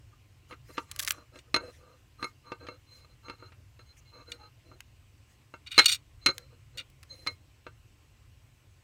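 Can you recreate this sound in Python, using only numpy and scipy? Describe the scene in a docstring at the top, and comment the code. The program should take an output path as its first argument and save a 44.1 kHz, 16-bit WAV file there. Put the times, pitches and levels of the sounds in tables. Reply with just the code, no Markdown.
"""A paper-covered desk in a quiet room, a small microphone close by; low rumble, hiss and thin tones throughout.
First a metal ruler slides, making ruler, desk and paper sound; its knocks ring ruler and desk with a dry clack.
Around one second sticky foam tape snaps in crackling bursts of noise, with a few stray snaps later.
After faint early catches, a knife blade jerks and scrapes near 5.8 s, ringing and rasping in the foam as it cuts,
among the hardest ruler knocks; more knocks, slides and a short cut follow."""
import sys
import numpy as np
from scipy import signal
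from scipy.io import wavfile
from scipy.ndimage import uniform_filter1d

SR = 44100
rng = np.random.default_rng(int(sys.argv[2]) if len(sys.argv) > 2 else 0)


def int16_out(signal):
    """Quantize to a 16-bit WAV file."""
    q = np.round(np.clip(np.atleast_2d(signal).T, -1, 1) * 32767)
    wavfile.write(sys.argv[1], SR, q.astype(np.int16))


N = 389403  # length in samples

# Spectrum of the room hiss. Each row: frequency in Hz, relative density in dB per Hz.
HISS_SPECTRUM = [(150, -12.5), (200, -3), (300, -1.5), (430, -8.5), (1050, -12), (1740, -12.5),
                 (2810, -8.5), (3420, -15), (7500, -18.5), (10200, -25), (15500, -24.5), (16200, -48.5)]
# Spectrum of the low rumble. Each row: frequency in Hz, relative density in dB per Hz.
RUMBLE_SPECTRUM = [(24, -41), (38, -8), (60, -4.5), (95, 0), (130, -4), (165, -24.5), (220, -29)]
# Swelling of the rumble. Each row: time in seconds, rms level in dB.
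RUMBLE_SWELL = [(0, -56.5), (1.5, -60), (5.1, -56.5), (5.3, -61.5), (6.5, -56), (7.5, -59.5), (8.83, -59)]
# Course of the high thin tone. Each row: time in seconds, rms level in dB.
WHINE_LEVEL = [(0, -95), (3.0, -90), (4.8, -98), (5.001, -85), (8.83, -85.5)]
HISS_DB, LOW_TONE_HZ, LOW_TONE_DB, WHINE_HZ = -68, 1048, -85, 7998.5  # levels are rms

# Modes of the metal ruler when knocked. Each row: frequency in Hz, relative level in dB, t60 in seconds.
RULER = [(1244, -12, 0.067), (1756.5, -15.5, .03), (2160, -2.5, 0.09), (2614, -7.5, .025),
         (3236, -15, 0.014), (4112, 0, 0.045), (4110, -8.5, 0.13), (5380, -20.5, 0.029), (6490, -13, 0.055),
         (8947, -24, 0.029), (9316, -16.5, 0.031), (12050, -22, 0.019)]
# Modes of the desk when knocked. Each row: frequency in Hz, relative level in dB, t60 in seconds.
DESK = [(114.7, -14.5, 0.046), (305, -7.5, 0.049), (364.2, -2.5, 0.038), (497.6, 0.5, 0.041),
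        (610, -4.5, .04), (933, -2, 0.046), (1218, 6, 0.035), (1366, -2.5, 0.079), (1523, -5.5, 0.09),
        (2250, -9, 0.03), (2700, -8, 0.07)]
# Modes of the knife blade. Each row: frequency in Hz, relative level in dB, t60 in seconds.
BLADE = [(1512, -17.5, .01), (2460, -12, 0.018), (2864, -9, 0.02), (3760, 1, 0.0092), (4424, -7.5, 0.036),
         (4640, -8.5, 0.012), (5800, -5.5, 0.0094), (6940, -2, 0.006), (8500, -7.5, 0.018),
         (11700, -9.5, .003), (14000, -8.5, .003)]

# Strokes of the ruler sliding on paper, softly tapered past both ends.
# Each row: start in seconds, nominal length in seconds, ruler ring in dB, desk murmur in dB.
RUBS = [(0.126, 0.022, -89, -63), (0.5, 0.049, -64, -50.5), (0.688, 0.03, -61, -53.5),
        (0.739, 0.074, -63, -58), (0.861, 0.11, -71, -67), (0.965, 0.27, -68, -58),
        (1.13, 0.097, -79, -61.5), (1.323, 0.072, -68, -58), (1.434, 0.081, -89, -70),
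        (1.566, 0.049, -50, -50), (1.608, 0.1, -58.5, -48), (1.789, 0.18, -73.5, -61.5),
        (2.19, 0.088, -59.5, -49.5), (2.449, 0.11, -61, -54), (2.602, 0.063, -61, -52.5),
        (2.665, 0.099, -62.5, -56), (2.876, 0.18, -60.5, -70), (3.092, 0.052, -71, -73),
        (3.242, 0.11, -57.5, -55), (3.386, 0.11, -62, -60.5), (3.788, 0.04, -66.5, -65),
        (3.86, 0.067, -61.5, -80), (4.054, 0.063, -64, -89), (4.13, 0.11, -59, -56),
        (4.268, 0.098, -57.5, -56.5), (4.387, 0.095, -59.5, -57), (4.647, 0.13, -70.5, -62.5),
        (6.217, 0.048, -56.5, -68), (6.266, 0.05, -33.5, -39.5), (6.33, 0.14, -65, -63.5),
        (6.506, 0.048, -70, -62), (6.74, 0.087, -67, -61), (7.098, 0.056, -47.5, -61.5),
        (7.151, 0.14, -62, -66), (7.272, 0.047, -51, -53.5)]
# Tilt of the desk modes above 800 Hz over the lower ones. Each row: time in seconds, tilt in dB.
DESK_TILT = [(0, 0), (.75, -2), (.9, -6.5), (1.2, -1), (1.35, -3.5), (2.2, -2), (4.4, 0), (4.7, -18),
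             (6.3, -1.5), (7.3, -10)]
# The desk mode that sings most under the ruler. Each row: from this time in seconds, frequency in Hz.
DESK_NOTES = [(0, 1200), (.6, 500), (.8, 1200), (1.3, 500), (2.1, 1200), (2.55, 500), (3.2, 1370),
              (4.0, 500), (4.35, 940), (4.6, 360), (6.3, 500)]
# Rustles of the paper. Each row: start in seconds, nominal length in seconds, level in dB.
RUSTLES = [(0.486, 0.058, -65), (0.66, 0.19, -61.5), (0.886, 0.32, -62.5), (1.34, 0.074, -64),
           (1.594, 0.23, -66), (2.192, 0.12, -64), (2.91, 0.1, -65.5), (3.967, 0.036, -63.5),
           (4.29, 0.075, -63), (5.278, 0.068, -70), (6.271, 0.17, -68), (7.087, 0.28, -66)]
# Spectrum of the paper rustle. Each row: frequency in Hz, relative density in dB per Hz.
RUSTLE_SPECTRUM = [(880, -21.5), (1500, -5), (1880, 7), (4080, -9), (4970, -1), (7100, -2), (16000, -14)]
SINGS_T60_S = .032  # only ruler modes that ring longer than this sing under rubbing
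NOTE_LIFT_DB = 8

# The blade dragging. Each row: start in seconds, length in seconds before it lets go,
# level in dB ahead of the low cut, share of sharp rasp from 0 to 1.
DRAGS = [(5.661, 0.018, -40, 0.15), (5.707, 0.12, -38.5, 0.32), (5.80, 0.095, -35.5, .45),
         (5.881, 0.07, -31, .95), (6.776, 0.029, -37.5, 0.23)]
# The blade catching. Each row: start in seconds, peak in dB ahead of the low cut, treble edge in Hz.
CATCHES = [(1.388, -39.5, 3200), (4.3177, -27, 3500), (5.669, -40, 2800), (5.7162, -29.5, 5300),
           (5.843, -22, 3500), (5.8573, -4.5, 14000), (5.881, -16.5, 7500), (5.8914, -16, 11000),
           (5.897, -14.5, 7500), (5.917, -19.5, 6500), (5.923, -15.5, 9000), (6.7733, -35, 4300),
           (6.7806, -28.5, 6000), (6.7976, -33, 4600)]
CATCH_T60_S = 0.029  # rattle of a catch
PITCH_DRIFT = .015  # rms share of random pitch drift in the rasp
BITE_S, LET_GO_DB_PER_S = .008, 1197.5

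# Tape snaps, each a run of glue threads. Each row: start in seconds, length of the run in seconds,
# typical peak in dB ahead of the low cut, typical centre in octaves over 1 kHz.
SNAPS = [(0.914, 0.0023, -29, 1.8), (0.962, 0, -29, 1.3), (0.99, 0.0013, -20, 1.8),
         (0.994, .008, -15, 1.24), (1.0137, 0.0022, -30, 3), (1.022, 0, -32, 2.9), (1.026, .008, -25, 1.9),
         (1.0485, 0.0016, -21, 1.9), (1.065, 0.0037, -31, 1.8), (1.0755, .008, -17, 0.81),
         (1.0917, 0.0049, -28, 4.6), (1.1042, 0.009, -26.5, 0.82), (1.1072, 0.00056, -9.5, 1.7),
         (1.1195, 0.0021, -21.5, 3.4), (4.8053, 0.0019, -31, 0.5), (6.3812, 0.002, -20.5, 1.3),
         (6.9, 0.0026, -53, 2.47), (7.03, 0.0024, -37, 0.82)]
THREAD_GAP_S, THREAD_SPREAD_DB, THREAD_SPREAD_OCTAVES = .004, 1.5, .3

# Ruler knocks and their bounces, peaks taken ahead of the low cut.
# Each row: start in seconds, ruler peak in dB, desk peak in dB, clack peak in dB.
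KNOCKS = [(0.5099, -45, -38.5, -45), (0.5254, -75, -42.5, -34), (0.771, -51, -55, -38),
          (0.78, -40, -22, -27), (1.3574, -47, -45.5, -49), (1.5428, -13.5, -17, -16),
          (1.562, -19, -21.5, -24), (2.227, -30, -25, -31.5), (2.243, -26.5, -29.5, -49),
          (2.519, -38, -27, -32), (2.668, -48, -53, -40), (2.686, -36, -31.5, -51), (3.046, -56, -52, -59),
          (3.283, -50, -37, -45), (3.2978, -33.5, -29.5, -43.5), (3.4245, -81, -40.5, -57),
          (3.5202, -62, -49.5, -50), (3.792, -50.5, -49, -53), (4.715, -63, -45.5, -72),
          (5.539, -44, -33.5, -53), (5.779, -4.5, -16.5, -11.5), (5.7878, -8, -18.5, -6.5),
          (5.7937, -9, -25.5, -5), (5.801, -22, -22, -15), (6.261, -9, -20.5, -13),
          (6.2682, -17, -21.5, -19), (6.287, -24.5, -22, -26), (7.2643, -39, -34.5, -31),
          (7.2715, -19.5, -28.5, -25), (7.666, -49.5, -34, -43.5)]
SHAKE_T60_S = .02  # how long the contact shakes ruler and desk
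RATTLE_T60_S = .025  # how long a clack of 0 dB rattles
QUICKER_WITH_LEVEL = .2  # a softer clack scuffs longer: dB of length per dB of level

EDGE_HZ = 16800  # nothing sounds above this


def amp(db):
    """Gain of a level in dB."""
    return 10 ** (np.asarray(db) / 20)


def evened(x):
    """Scaled to rms 1."""
    return x / np.sqrt(np.mean(x ** 2) + 1e-20)


def passed(x, hz, kind, order):
    """Low-, high- or band-passed."""
    sos = signal.butter(order, np.clip(hz, 20, 20000), kind, fs=SR, output="sos")
    return signal.sosfilt(sos, x)


def along(rows, column=1):
    """One column of a curve at every sample."""
    rows = np.array(rows)
    return np.interp(np.arange(N) / SR, rows[:, 0], rows[:, column])


def add(mix, s, sound):
    """Mixes a sound in at s seconds."""
    part = mix[round(s * SR):][:len(sound)]
    part += sound[:len(part)]


def reach(s, length):
    """Samples of a stroke with its soft start and end, and its swell."""
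    n = np.arange(round((s - 0.2 * length) * SR), round((s + 1.194 * length) * SR))
    return n, signal.windows.tukey(len(n), .7)


def coloured(points, patchy_db, size=1024):
    """Noise of rms 1 and a given spectrum, with patches drifting over time and frequency."""
    frames = 4 * N // size + 5
    hz = np.fft.rfftfreq(size, 1 / SR)
    f, db = np.transpose(points)
    real, imaginary, patches = rng.standard_normal((frames, len(hz), 3)).T
    patches = uniform_filter1d(patches, size=10, axis=0)
    patches = evened(uniform_filter1d(patches, size=10, axis=1))
    level_db = np.interp(np.log(hz + 1), np.log(f + 1), db, -99, -99)
    spectrum = (real + 1j * imaginary) * amp(level_db[:, None] + patchy_db * patches)
    noise = signal.istft(spectrum, nperseg=size, noverlap=size * 3 // 4)[1]
    return evened(noise[:N])


def ring(modes):
    """Answer of an object to one click: its dying modes, swelling over the short contact."""
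    t = np.arange(SR // 5) / SR
    dying = sum(amp(db - 60 * t / t60) * np.sin(2 * np.pi * hz * t) for hz, db, t60 in modes)
    return (1 - np.exp(-t / 0.00033)) * dying


def grit(per_s, spread_db):
    """Dense tiny slips of uneven size, at random moments."""
    size = amp(spread_db * np.minimum(rng.exponential(1, N), 3.5))
    return size * rng.standard_normal(N) * (rng.random(N) < per_s / SR)


def blow(t60, first, noise):
    """A force: one click of height first, on a dying rattle of unit energy."""
    samples = np.arange(len(noise))
    rattle = noise * amp(-60 * samples / SR / max(t60, .002))
    return rattle / np.linalg.norm(rattle) + first * (samples == 0)


def struck(force, body, peak_db):
    """The body rung by the force, scaled to its peak."""
    sound = signal.fftconvolve(force, body)
    return amp(peak_db) * sound / abs(sound).max()


def room():
    """Swelling low rumble and hiss as patchy noise, with two thin tones as sines."""
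    t = np.arange(N) / SR
    low_tone = amp(LOW_TONE_DB) * np.sin(2 * np.pi * LOW_TONE_HZ * t)
    whine = amp(along(WHINE_LEVEL)) * np.sin(2 * np.pi * WHINE_HZ * t)
    rumble = amp(along(RUMBLE_SWELL)) * coloured(RUMBLE_SPECTRUM, patchy_db=2.0, size=4096)
    hiss = amp(HISS_DB) * coloured(HISS_SPECTRUM, patchy_db=1.5)
    return hiss + rumble + np.sqrt(2) * (low_tone + whine)  # from rms to sine peak


def walls(x):
    """A short dull tail of random reflections."""
    t = np.arange(SR // 3) / SR
    tail = rng.standard_normal(len(t)) * amp(-60 * t / .12) * (t > .003)
    tail = passed(tail, 2000, "low", order=2)
    return signal.oaconvolve(x, tail / np.linalg.norm(tail))[:N]


def held_ruler():
    """Long ruler modes under a hand that damps the slow bending, the highest also weakened."""
    modes = []
    for hz, db, t60 in RULER:
        if t60 > SINGS_T60_S:
            low_loss_db = 9.8 * max(np.log2(4000 / hz), 0)
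            high_loss_db = 1.1 * max(np.log2(hz / 4200), 0)
            modes.append((hz, db - low_loss_db - high_loss_db, max(t60, .13)))
    return modes


def desk_spot(place, tilt_db, note_hz):
    """Desk modes under one spot, each a little detuned and uneven in level, with one note lifted."""
    modes = []
    for (hz, db, t60), (detune, uneven) in zip(DESK[1:], place):
        lift_db = NOTE_LIFT_DB * (abs(hz / note_hz - 1) < 1 / 20)
        level_db = db + tilt_db * (hz > 800) + 2.8 * uneven + lift_db
        modes.append((hz * (1 + 0.029 * detune), level_db, 1.32 * t60))
    return modes


def slides():
    """Rubbing on paper makes the ruler sing, the desk murmur and the paper rustle."""
    sing = signal.oaconvolve(grit(2000, 1.2), ring(held_ruler()))[:N]
    slips, tilt_db = grit(2500, 4.5), along(DESK_TILT)
    rustle = coloured(RUSTLE_SPECTRUM, patchy_db=4.5, size=512)
    out = np.zeros(N)
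    places = rng.standard_normal((len(RUBS), len(DESK), 2))
    for (s, length, sing_db, murmur_db), place in zip(RUBS, places):
        n, swell = reach(s, length)
        note_hz = [hz for start, hz in DESK_NOTES if start <= s][-1]
        spot = desk_spot(place, tilt_db[n[0]], note_hz)
        murmur = evened(signal.fftconvolve(slips[n], ring(spot))[:len(n)])
        out[n] += swell * (amp(sing_db) * evened(sing[n]) + amp(murmur_db) * murmur)
    for s, length, db in RUSTLES:
        n, swell = reach(s, length)
        out[n] += swell * amp(db) * rustle[n]
    return out


def knife():
    """The blade catches in single jerks and drags with gritty slips; both ring the blade and rasp in the foam."""
    blade = ring(BLADE)
    blade = blade + 1.6 * signal.unit_impulse(len(blade))  # the rasp itself, without ring
    t, out = np.arange(N) / SR, np.zeros(N)
    rasp = signal.oaconvolve(grit(4500, 3.6), blade)[:N]
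    drift = evened(passed(rng.standard_normal(N), 30, "low", order=2))
    warped = np.cumsum(1 + PITCH_DRIFT * drift)  # reading faster or slower shifts the pitch
    rasp = np.interp(warped, np.arange(N), rasp, period=N)
    sharp, dull = evened(rasp), evened(passed(rasp, 2900, "low", order=2))
    for s, length, db, share in DRAGS:
        share = np.clip(share, 0, 1)
        bite = np.clip((t - s) / BITE_S, 0, 1)
        stroke = bite * amp(db - LET_GO_DB_PER_S * np.maximum(t - s - length, 0))
        out += stroke * (share * sharp + (1 - share) * dull)
    noises = rng.standard_normal((len(CATCHES), 2000))
    for (s, db, hz), noise in zip(CATCHES, noises):
        jerk = passed(blow(CATCH_T60_S, 0.048, noise), hz, "low", order=1)
        add(out, s, struck(jerk, blade, db))
    return passed(out, 1350, "high", order=6)


def snaps():
    """Glue threads let go one after another: wide bursts of crackle with no ring."""
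    out = np.zeros(N)
    noises = rng.standard_normal((len(SNAPS), 6, 2000))
    for (s, length, db, octaves), threads in zip(SNAPS, noises):
        delays = np.arange(0, length + THREAD_GAP_S / 2, THREAD_GAP_S)
        for delay, noise in zip(delays, threads):
            # the last two draws vary each thread in level and pitch
            hz = 1000 * 2 ** (octaves + THREAD_SPREAD_OCTAVES * np.tanh(noise[-1]))
            level = amp(db + THREAD_SPREAD_DB * noise[-2])
            crackle = blow(0.011, 0.05, noise * abs(noise))
            burst = passed(crackle, [hz / 2.5, hz * 2.9], "band", order=1)
            add(out, s + delay, level * passed(burst, 1240, "high", order=3) / abs(burst).max())
    return out


def knocks():
    """The ruler meets the desk: both ring, with a dry clack at the contact."""
    out, ruler, desk = np.zeros(N), ring(RULER), ring(DESK)
    noises = rng.standard_normal((len(KNOCKS), 2, 3000))
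    clack = passed(signal.unit_impulse(300), [1200, 3400], "band", order=1)
    clack = passed(clack, 1000, "high", order=2)
    clack = passed(clack, 4000, "low", order=1)
    for (s, ruler_db, desk_db, clack_db), (shake_noise, rattle_noise) in zip(KNOCKS, noises):
        hard_hz = 15000 * amp(.2 * ruler_db)  # a light touch lasts longer and lacks treble
        rattle_t60 = RATTLE_T60_S * amp(-QUICKER_WITH_LEVEL * clack_db)
        rattle = passed(blow(rattle_t60, .1, rattle_noise), hard_hz, "low", order=2)
        force = blow(SHAKE_T60_S, 1.6, shake_noise)
        on_ruler = passed(force, 1.5 * hard_hz, "low", order=1)
        on_desk = passed(force, hard_hz, "low", order=2)
        add(out, s, struck(on_ruler, ruler, ruler_db))
        add(out, s, struck(on_desk, desk, desk_db))
        add(out, s, struck(rattle, clack, clack_db))
    return passed(out, 81, "high", order=2)


def scene():
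    """Everything on the desk, its reflections and the room."""
    near = knocks() + snaps() + knife() + slides()
    return (near + amp(-20.5) * walls(near) + room())[None]


def record(dry):
    """A steep linear-phase treble cut."""
    edge = signal.firwin(511, EDGE_HZ, window=("kaiser", 9), fs=SR)
    return signal.oaconvolve(dry, edge[None], "same")


dry = scene()
out = record(dry)
int16_out(out)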